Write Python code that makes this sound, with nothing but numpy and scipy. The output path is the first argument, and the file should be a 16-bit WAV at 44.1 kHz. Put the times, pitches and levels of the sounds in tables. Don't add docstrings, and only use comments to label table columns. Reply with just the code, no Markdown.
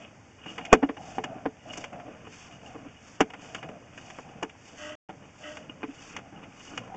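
import sys
import numpy as np
from scipy import signal
from scipy.fft import rfft, irfft, next_fast_len
from scipy.io import wavfile
from scipy.ndimage import uniform_filter1d

SR = 44100
rng = np.random.default_rng(int(sys.argv[2]) if len(sys.argv) > 2 else 0)


def wrap_up_sound(samples):
    columns = np.atleast_2d(samples).T
    tamed = np.clip(columns, -1, 1)
    steps = np.round(tamed * 32767).astype(np.int16)
    wavfile.write(sys.argv[1], SR, steps)


N = 306936
TIME = np.arange(N) / SR


# f/Hz, level/dB
FLOOR = [(18, -49), (30, -15.5), (58, -16.5), (79, -0.5), (523, -15), (800, -9), (1090, -20.5), (2260, -17),
         (4090, -34.5), (6400, -24), (8500, -33.5), (11000, -74), (18700, -120)]
FLOOR_DB = -55.5

# start t/s, length t/s, whirr level/dB, rumble level/dB, starting whirr f/Hz
ROLLS = [(-.1, 0.076, -41, -45.5, 689), (.45, 0.12, -53.5, -47.5, 720), (.57, 0.34, -43, -51, 745),
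         (.97, 0.26, -42, -48, 770), (1.235, 0.15, -39.5, -45, 730), (1.65, 0.22, -43.5, -48.5, 700),
         (1.92, 0.099, -40.5, -46.5, 699.4), (2.05, 0.19, -52, -47, 645.7), (2.47, 0.11, -55, -54, 713),
         (2.62, 0.14, -48.5, -50, 768), (2.74, 0.13, -53.5, -47, 730), (3.0, 0.19, -66.5, -59, 705),
         (3.25, .1, -52.5, -50.5, 734), (3.42, 0.21, -47, -51.5, 725.5), (3.63, 0.1223, -45.5, -45.5, 700),
         (3.8, .2, -59.5, -55, 680), (4.03, .17, -51.5, -62, 752), (4.24, 0.18, -50, -49.5, 778),
         (4.72, .2, -54.5, -51, 650.6), (5.09, 0.17, -58.5, -53, 679.7), (5.4, 0.22, -47, -52, 680),
         (5.58, 0.22, -55, -50, 642.3), (5.98, 0.19, -60.5, -56, 745.6), (6.14, 0.1298, -52, -51, 752),
         (6.32, .14, -52, -47, 797), (6.69, 0.21, -51.5, -45.5, 749), (6.89, .1, -41.5, -52.5, 780)]
ROLL_ATTACK_S, ROLL_RELEASE_S, ROLL_LOSS_DB_PER_S, WHIRR_SAG_HZ_PER_S = 0.011, 0.0722, 16.5, 320
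IDLE_RUMBLE_DB = -60
# f/Hz, level/dB
RUMBLE = [(25, -20.5), (60, -29), (110, 12), (170, 14), (280, 12), (380, -5), (450, 8), (600, 6),
          (1100, -53)]

# t/s of top speed, speeding-up t/s, slowing-down t/s, hiss level/dB, rub level/dB
SHOVES = [(.02, 0.041, 0.037, -61, -50), (0.509, 0.059, .17, -56.5, -46), (1.111, 0.1, 0.082, -51, -51),
          (1.77, .09, .08, -49.5, -49.5), (2.2, 0.06, 0.12, -87, -63), (2.38, .09, 0.16, -53, -51),
          (2.68, .05, 0.077, -58.5, -54), (2.93, 0.047, .1, -82, -55.5), (3.09, 0.079, 0.1, -55.5, -60),
          (3.45, 0.058, 0.16, -54.5, -49.5), (4.021, 0.085, 0.23, -55, -52), (4.68, 0.095, .1, -56, -59),
          (4.831, 0.068, 0.11, -49.5, -51), (5.25, 0.028, 0.042, -72, -62), (5.48, 0.1, 0.12, -52, -54.5),
          (6.07, .15, .1, -53, -51), (6.68, .14, 0.12, -53.5, -52)]
CREEP_HISS_DB, CREEP_RUB_DB = -70, -73
# f/Hz, level/dB
HISS = [(2500, -3), (3500, -6), (4800, -5.5), (6400, 0), (7300, -2), (8200, -10), (9000, -27.5)]
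# f/Hz, level/dB
RUB = [(300, 6), (700, -10.5), (1000, 4), (1400, 6), (2050, -2.5), (2500, 6), (2850, 3), (3400, -6.5),
       (4500, -30.5), (7000, -23.5)]
# f/Hz, level/dB
BODY = [(195, -7.5), (278, 3), (320, 0.5), (465, 1.5), (752, 3), (850, -2.5), (1022, -3), (1427, -5.5),
        (1589, -18.5), (1748, -19.5), (2169, -9), (2487, -5), (2718, -10), (2870, 4)]

# t/s, strength level/dB, tilt/dB per octave, treble loss/dB per octave,
# contact t/s, extra thud level/dB, hollow note level/dB relative to the blow
KNOCKS = [(.459, -46.5, 0.5, 13, 0.0049, 4, -11), (.579, -42, 5, 22, 0.0054, -6, -21),
          (0.59, -53, -8, 10, 0.0052, 4, -17), (.650, -56.5, 14, 25.5, .0045, 5, -4),
          (0.726, -24.5, -2.5, 28, 0.00046, 11.5, 8), (.7276, -11.5, -2, 5, 0.0028, -13, -12),
          (0.825, -28, -2.2, 54, 0.0079, 9, -22), (.889, -35.5, -1.5, 25, 0.0042, 4.5, 1.5),
          (.967, -48.5, 3, 18, 0.0043, 1, -17), (1.182, -31.5, -5, 23, 0.0018, -7, 0),
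          (1.237, -36.5, 3, 13, .005, -7, -6), (1.454, -30, -6, 14, 0.0052, -0.5, -5.5),
          (1.732, -52, 7.5, 16, 0.0044, -2, -7), (1.771, -44.5, 1, 0.5, 0.0076, 8.5, -18),
          (1.839, -46, 7, 18.5, .0036, 3, -10), (1.927, -46, -2, 9, 0.0041, -3, -16),
          (1.997, -54, 4, 24, 0.0034, -5, -10), (2.078, -52.5, -9, 4, 0.0061, 9.5, 2),
          (2.267, -51, -2, 10, .006, -4, 4), (2.752, -48, -9.5, 6, 0.00516, 1, -11),
          (3.2044, -20, -1, 8, 0.0045, 5.5, -7), (3.301, -52.5, 6, 20.5, .0042, -3, 1),
          (3.336, -44.5, 2.5, 18.5, 0.0019, -7, -4), (3.546, -42, 6, 16.5, 0.0028, -2, -1),
          (3.627, -47, 5, 23, 0.0046, 0, -9), (3.686, -49, 0, 11, 0.0048, 1, 8),
          (3.976, -50, 5.5, 19, 0.0025, -6, -15), (4.101, -51, 4.5, 14.5, .003, -7, -5),
          (4.185, -43, -2.5, 8, 0.0041, -13, -11), (4.426, -30.5, -2, 6, 0.0043, -2, -4),
          (4.495, -68, 14.5, 29, 0.0014, 8, -6), (5.089, -42.5, -3, 11, .012, 2, -9.5),
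          (5.568, -47.5, 4.5, 15.5, 0.0056, 4, -13), (5.8295, -39.5, 3, 49, .0057, 16, 8.5),
          (5.881, -57, -5.5, 20, 0.0085, 20, 2), (6.163, -45, 7, 17, 0.0057, 0, -11),
          (6.182, -51, 2, 16, 0.0089, -2, -12), (6.433, -64.5, 11.5, 27, .008, -3, 2),
          (6.774, -40.5, 6, 16.5, 0.0049, 2, -6), (6.874, -50, -2, 14, 0.00326, -9, -14),
          (6.939, -46, -4, 9, 0.012, 4, 3)]
# f/Hz, t/s to fall 60 dB
KNOCK_RING = [(60, .07), (270, 0.14), (500, 0.012), (1000, 0.051), (2500, 0.058), (7000, 0.041)]
# f/Hz, level/dB
KNOCK_COLOUR = [(40, -23.5), (130, -31), (200, -10.5), (290, -3.5), (450, -0.5), (610, -2.5), (800, 1),
                (1300, -1.5), (2600, 0), (3500, -5.5), (4800, -11.5), (6500, 9.5), (8500, -43)]
# f/Hz, t/s to fall 60 dB
MODE_RING = [(195, .07), (280, .08), (330, .062), (470, .05), (750, .06), (1500, .055), (2900, .045)]
KNOCK_CENTRE_HZ, KNOCK_EDGE_HZ, THUD_HZ = 787, 2450, 380
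KNOCK_ARCH_DB = 1
KNOCK_FLAT_BELOW_HZ = 510
HOLLOW_HZ, HOLLOW_T60_S = 436, 0.16

# start t/s, length t/s, level/dB
DRAGS = [(4.761, 0.15, -39), (5.406, 0.096, -40.5)]
DRAG_ATTACK_S, DRAG_RELEASE_S, DRAG_LOSS_DB_PER_S = .05, .06, 14
SLIP_HZ, SLIP_RISE_HZ_PER_S = 302, 35.2
# multiple of the slip rate, level/dB
GROAN_TONES = [(1, -11), (2, -4), (3, -21)]
# f/Hz, half the width f/Hz of each of its two filters, level/dB
GROAN = [(726, 13, -1), (1134, 8.5, 1), (1270, 66, -1.5), (1490, 19, 1), (1610, 4.9, 7.5),
         (1783, 26, -18.5), (1930, 95, -0.5), (2780, 180, -2.5), (2990, 23, 2.5), (3310, 41, -8.5)]

# from t/s, to t/s
DROPOUT = (4.953, 5.088)
NOTCH_HZ, NOTCH_WIDTH_HZ = 4040, 760
ROLLOFF_HZ, CUTOFF_HZ = 7200, 8700


def from_db(db):
    return np.exp(np.asarray(db) * (np.log(10) / 20))


def rms_one(x):
    return x / np.sqrt(np.mean(x ** 2) + 1e-20)


def at_hz(points, hz):
    table_hz, values = np.array(points).T
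    return np.interp(np.log(hz), np.log(table_hz), values)


def drift(rate_hz):
    step = 40
    r = np.exp(-2 * np.pi * step * rate_hz / SR)
    noise = rng.standard_normal(N // step + 2002)
    slow = signal.lfilter([1], [1, -2 * r, r * r], noise)[2000:]
    return np.interp(np.arange(N) / step, np.arange(len(slow)), rms_one(slow))


def resonate(x, hz, width_hz):
    r = np.exp(-np.pi * width_hz / SR)
    feed = np.array([1, 0, -1]) * (1 - r * r) / 2
    feedback = [1, -2 * r * np.cos(2 * np.pi * hz / SR), r * r]
    return signal.lfilter(feed, feedback, x + 1e-18)


def colour(x, spectrum):
    size = next_fast_len(N)
    hz = np.maximum(np.arange(size // 2 + 1) * SR / size, 1)
    shaped = rfft(x, size) * from_db(at_hz(spectrum, hz))
    return rms_one(irfft(shaped, size)[:N])


def friction(per_s, spread_db, flutter_db):
    happens = rng.random(N) < per_s / SR
    slips = happens * rng.standard_normal(N) * from_db(spread_db * rng.standard_normal(N))
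    return rms_one(slips * from_db(flutter_db * drift(25)))


def stroke(start, length, attack_s, release_s, loss_db_per_s):
    t = np.maximum(TIME - start, 0)
    build_up = np.minimum(t / attack_s, 1)
    release = np.exp(-np.maximum(t - length, 0) / release_s)
    return build_up * from_db(-loss_db_per_s * t) * release


def drag():
    return sum(from_db(db) * stroke(s, length, DRAG_ATTACK_S, DRAG_RELEASE_S, DRAG_LOSS_DB_PER_S)
               for s, length, db in DRAGS)


def background():
    return from_db(FLOOR_DB) * colour(rng.standard_normal(N), FLOOR)


def reel_motion():
    whirr_power, rumble_power = np.zeros(N), from_db(2 * IDLE_RUMBLE_DB)
    pitch = np.full(N, float(ROLLS[0][-1]))
    for s, length, whirr_db, rumble_db, hz in ROLLS:
        speed = stroke(s, length, ROLL_ATTACK_S, ROLL_RELEASE_S, ROLL_LOSS_DB_PER_S)
        power = (speed * from_db(whirr_db)) ** 2
        pitch = np.where(power > whirr_power, hz - WHIRR_SAG_HZ_PER_S * (TIME - s), pitch)
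        whirr_power = whirr_power + power
        rumble_power = rumble_power + (speed * from_db(rumble_db)) ** 2
    return np.sqrt(whirr_power), np.sqrt(rumble_power), pitch


def rolling(whirr_gain, rumble_gain, whirr_hz, whirr_trim_db=-3, rumble_trim_db=-1,
            bump_edge_hz=80, braking_db=-50):
    smooth = signal.butter(2, bump_edge_hz, fs=SR, output="sos")
    bumps = signal.sosfilt(smooth, rng.standard_normal((2, N)))
    carrier = np.exp(2j * np.pi * np.cumsum(whirr_hz) / SR)
    whirr = rms_one(np.real((bumps[0] + 1j * bumps[1]) * carrier))
    rumble = colour(friction(per_s=1700, spread_db=1.5, flutter_db=2.0), RUMBLE)
    free = 1 / np.sqrt(1 + drag() / from_db(braking_db))
    return free * (whirr_gain * from_db(whirr_trim_db) * whirr
                   + rumble_gain * from_db(rumble_trim_db) * rumble)


def shoving(rub_follows=0.41):
    hiss_power, rub_power = from_db(2 * CREEP_HISS_DB), from_db(2 * CREEP_RUB_DB)
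    for s, rise_s, fall_s, hiss_db, rub_db in SHOVES:
        width_s = np.where(TIME < s, rise_s, fall_s)
        speed = np.exp(-np.minimum(((TIME - s) / width_s) ** 2, 20))
        hiss_power = hiss_power + (speed * from_db(hiss_db)) ** 2
        rub_power = rub_power + (speed ** rub_follows * from_db(rub_db)) ** 2
    return np.sqrt(hiss_power), np.sqrt(rub_power)


def scratches(per_s=45, length_s=0.0018):
    catches = (rng.random(N) < per_s / SR) * rng.random(N)
    burst = signal.lfilter([1], [1, -np.exp(-1 / (length_s * SR))], catches + 1e-18)
    return rms_one(burst * rng.standard_normal(N))


def body(x, wander_db, width_hz=55):
    return sum(from_db(db + wander_db * drift(17)) * resonate(x, hz, width_hz) for hz, db in BODY)


def sliding(reel_gain, body_db=3, scratch_db=-9.0, handover_db=-49, pivot_hz=2050,
            shove_low_db=-3, shove_high_db=2.0, reel_low_db=-3, reel_high_db=-9):
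    hiss_gain, rub_gain = shoving()
    hiss = colour(friction(per_s=13000, spread_db=-0.5, flutter_db=1.66), HISS)
    grain = friction(per_s=5900, spread_db=0.5, flutter_db=-2.65)
    rub = colour(grain + from_db(scratch_db) * scratches(), RUB)
    coarse = colour(friction(per_s=1300, spread_db=7.0, flutter_db=4.0), RUB)
    sung = body(coarse, wander_db=5.5)
    rub = rms_one(rub + from_db(body_db) * sung)
    lower = signal.sosfiltfilt(signal.butter(4, pivot_hz, fs=SR, output="sos"), rub)
    low_gain = np.hypot(rub_gain * from_db(shove_low_db), reel_gain * from_db(reel_low_db))
    high_gain = np.hypot(rub_gain * from_db(shove_high_db), reel_gain * from_db(reel_high_db))
    rub = lower * low_gain + (rub - lower) * high_gain
    rub = rub / np.sqrt(1 + drag() / from_db(handover_db))
    return hiss_gain * hiss + rub


def near_echo(x, delay_s=.00239, gain=0.077):
    echo = np.interp(TIME - delay_s, TIME, x, left=0)
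    return (x + gain * echo) / np.sqrt(1 + gain ** 2)


def knock_db(hz, db, tilt_db, loss_db):
    hz = max(hz, KNOCK_FLAT_BELOW_HZ)
    tilt = tilt_db * np.log2(hz / KNOCK_CENTRE_HZ)
    arch = KNOCK_ARCH_DB * np.log2(min(hz, KNOCK_EDGE_HZ) / KNOCK_CENTRE_HZ) ** 2
    return db + tilt - arch - loss_db * max(np.log2(hz / KNOCK_EDGE_HZ), 0)


def knock_chatter(level_db=-13.5, tail_db=-36, tail_t60_s=0.16, attack_share=0.38,
                  bounce_db=-3.0, graze_db=-25, graze_s=.004):
    size = int(.11 * SR)
    t = np.arange(size) / SR - graze_s
    out = np.zeros(N + size)
    edges = np.geomspace(35, 9500, 22)
    white = rng.standard_normal((2, N + size))
    bounces = np.pad(from_db(bounce_db * drift(290)), (0, size), mode="edge")
    for k, pair in enumerate(zip(edges, edges[1:])):
        hz = np.sqrt(np.prod(pair))
        band_filter = signal.butter(2, pair, "band", fs=SR, output="sos")
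        band = signal.sosfilt(band_filter, white[k % 2]) * bounces
        for s, *blow, contact, _, _ in KNOCKS:
            at = int((s - graze_s) * SR)
            rise = np.clip(t / max(attack_share * contact, 1 / SR), 0, 1) ** 2 + from_db(graze_db)
            after = np.maximum(t - contact, 0)
            fall = from_db(-60 * after / at_hz(KNOCK_RING, hz))
            tail = from_db(tail_db - 60 * after / tail_t60_s)
            strength = knock_db(hz, *blow) + at_hz(KNOCK_COLOUR, hz)
            burst = rms_one(band[at:at + size] * rise * (fall + tail))
            out[at:at + size] += from_db(strength + level_db) * burst
    return out[:N]


def knock_modes(level_db=-2.0, scatter_db=2.95):
    t = np.arange(int(.2 * SR)) / SR
    out = np.zeros(N + SR)
    luck = rng.standard_normal((len(KNOCKS), len(BODY)))
    for (s, *blow, contact, thud_db, hollow_db), weights in zip(KNOCKS, luck):
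        at, contact = int(s * SR), max(contact, 1 / SR)
        swell = np.minimum(t / contact, 1) ** 2
        after = np.maximum(t - contact, 0)
        modes = []
        for (hz, db), weight in zip(BODY, weights):
            mode_db = knock_db(hz, *blow) + db + level_db + thud_db * (hz < THUD_HZ) + scatter_db * weight
            modes.append((hz, at_hz(MODE_RING, hz), mode_db))
        modes.append((HOLLOW_HZ, HOLLOW_T60_S, knock_db(HOLLOW_HZ, *blow) + hollow_db))
        for k, (hz, t60_s, db) in enumerate(modes):
            ring = (-1) ** k * np.sin(2 * np.pi * hz * (t - contact))
            out[at:at + len(t)] += swell * ring * from_db(db - 60 * after / t60_s)
    return out[:N]


def groan(waver_db=2.0, jitter=0.0108, rasp_db=-3.5, tone_lag_s=0.016):
    force = drag()
    slip_hz = SLIP_HZ
    for s, length, _ in DRAGS:
        from_middle = TIME - s - length / 2
        slip_hz = slip_hz + SLIP_RISE_HZ_PER_S * from_middle * (abs(from_middle) < 2 * length)
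    phase = 2 * np.pi * np.cumsum(slip_hz * (1 + jitter * drift(70))) / SR
    tone = sum(np.sqrt(2) * np.sin(k * phase) * from_db(db + waver_db * drift(25))
               for k, db in GROAN_TONES)
    slips, rasp = friction(per_s=2500, spread_db=2.0, flutter_db=0.0), 0
    for hz, half_width, db in GROAN:
        mode = resonate(resonate(slips, hz, 2 * half_width), hz, 2 * half_width)
        mode = mode / np.sqrt(uniform_filter1d(mode ** 2, size=2600) + 1e-14)
        rasp = rasp + mode * np.sqrt(half_width) * from_db(db + waver_db * drift(29))
    late_force = np.interp(TIME - tone_lag_s, TIME, force)
    return late_force * tone + force * from_db(rasp_db) * rms_one(rasp)


def scene():
    floor = background()
    whirr, rumble, whirr_hz = reel_motion()
    reel = rolling(whirr, rumble, whirr_hz)
    echoed = near_echo(sliding(rumble) + knock_chatter())
    return (floor + reel + echoed + knock_modes() + groan())[None]


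def overload(x, sag_db=-2, sag_hz=70):
    excess = np.tanh(x ** 4)
    thump = signal.sosfilt(signal.butter(1, sag_hz, fs=SR, output="sos"), excess)
    x = x - from_db(sag_db) * thump
    return x / (1 + (x / .84) ** 6) ** (1 / 6)


def record(dry):
    x = overload(dry)
    x = x * ((TIME < DROPOUT[0]) | (TIME > DROPOUT[1]))
    notch_edges = [NOTCH_HZ - NOTCH_WIDTH_HZ / 2, NOTCH_HZ + NOTCH_WIDTH_HZ / 2]
    x = signal.sosfilt(signal.butter(2, notch_edges, "bandstop", fs=SR, output="sos"), x)
    x = signal.sosfilt(signal.butter(6, ROLLOFF_HZ, fs=SR, output="sos"), x)
    return signal.sosfilt(signal.ellip(8, .2, 70, CUTOFF_HZ, fs=SR, output="sos"), x)


dry = scene()
out = record(dry)
wrap_up_sound(out)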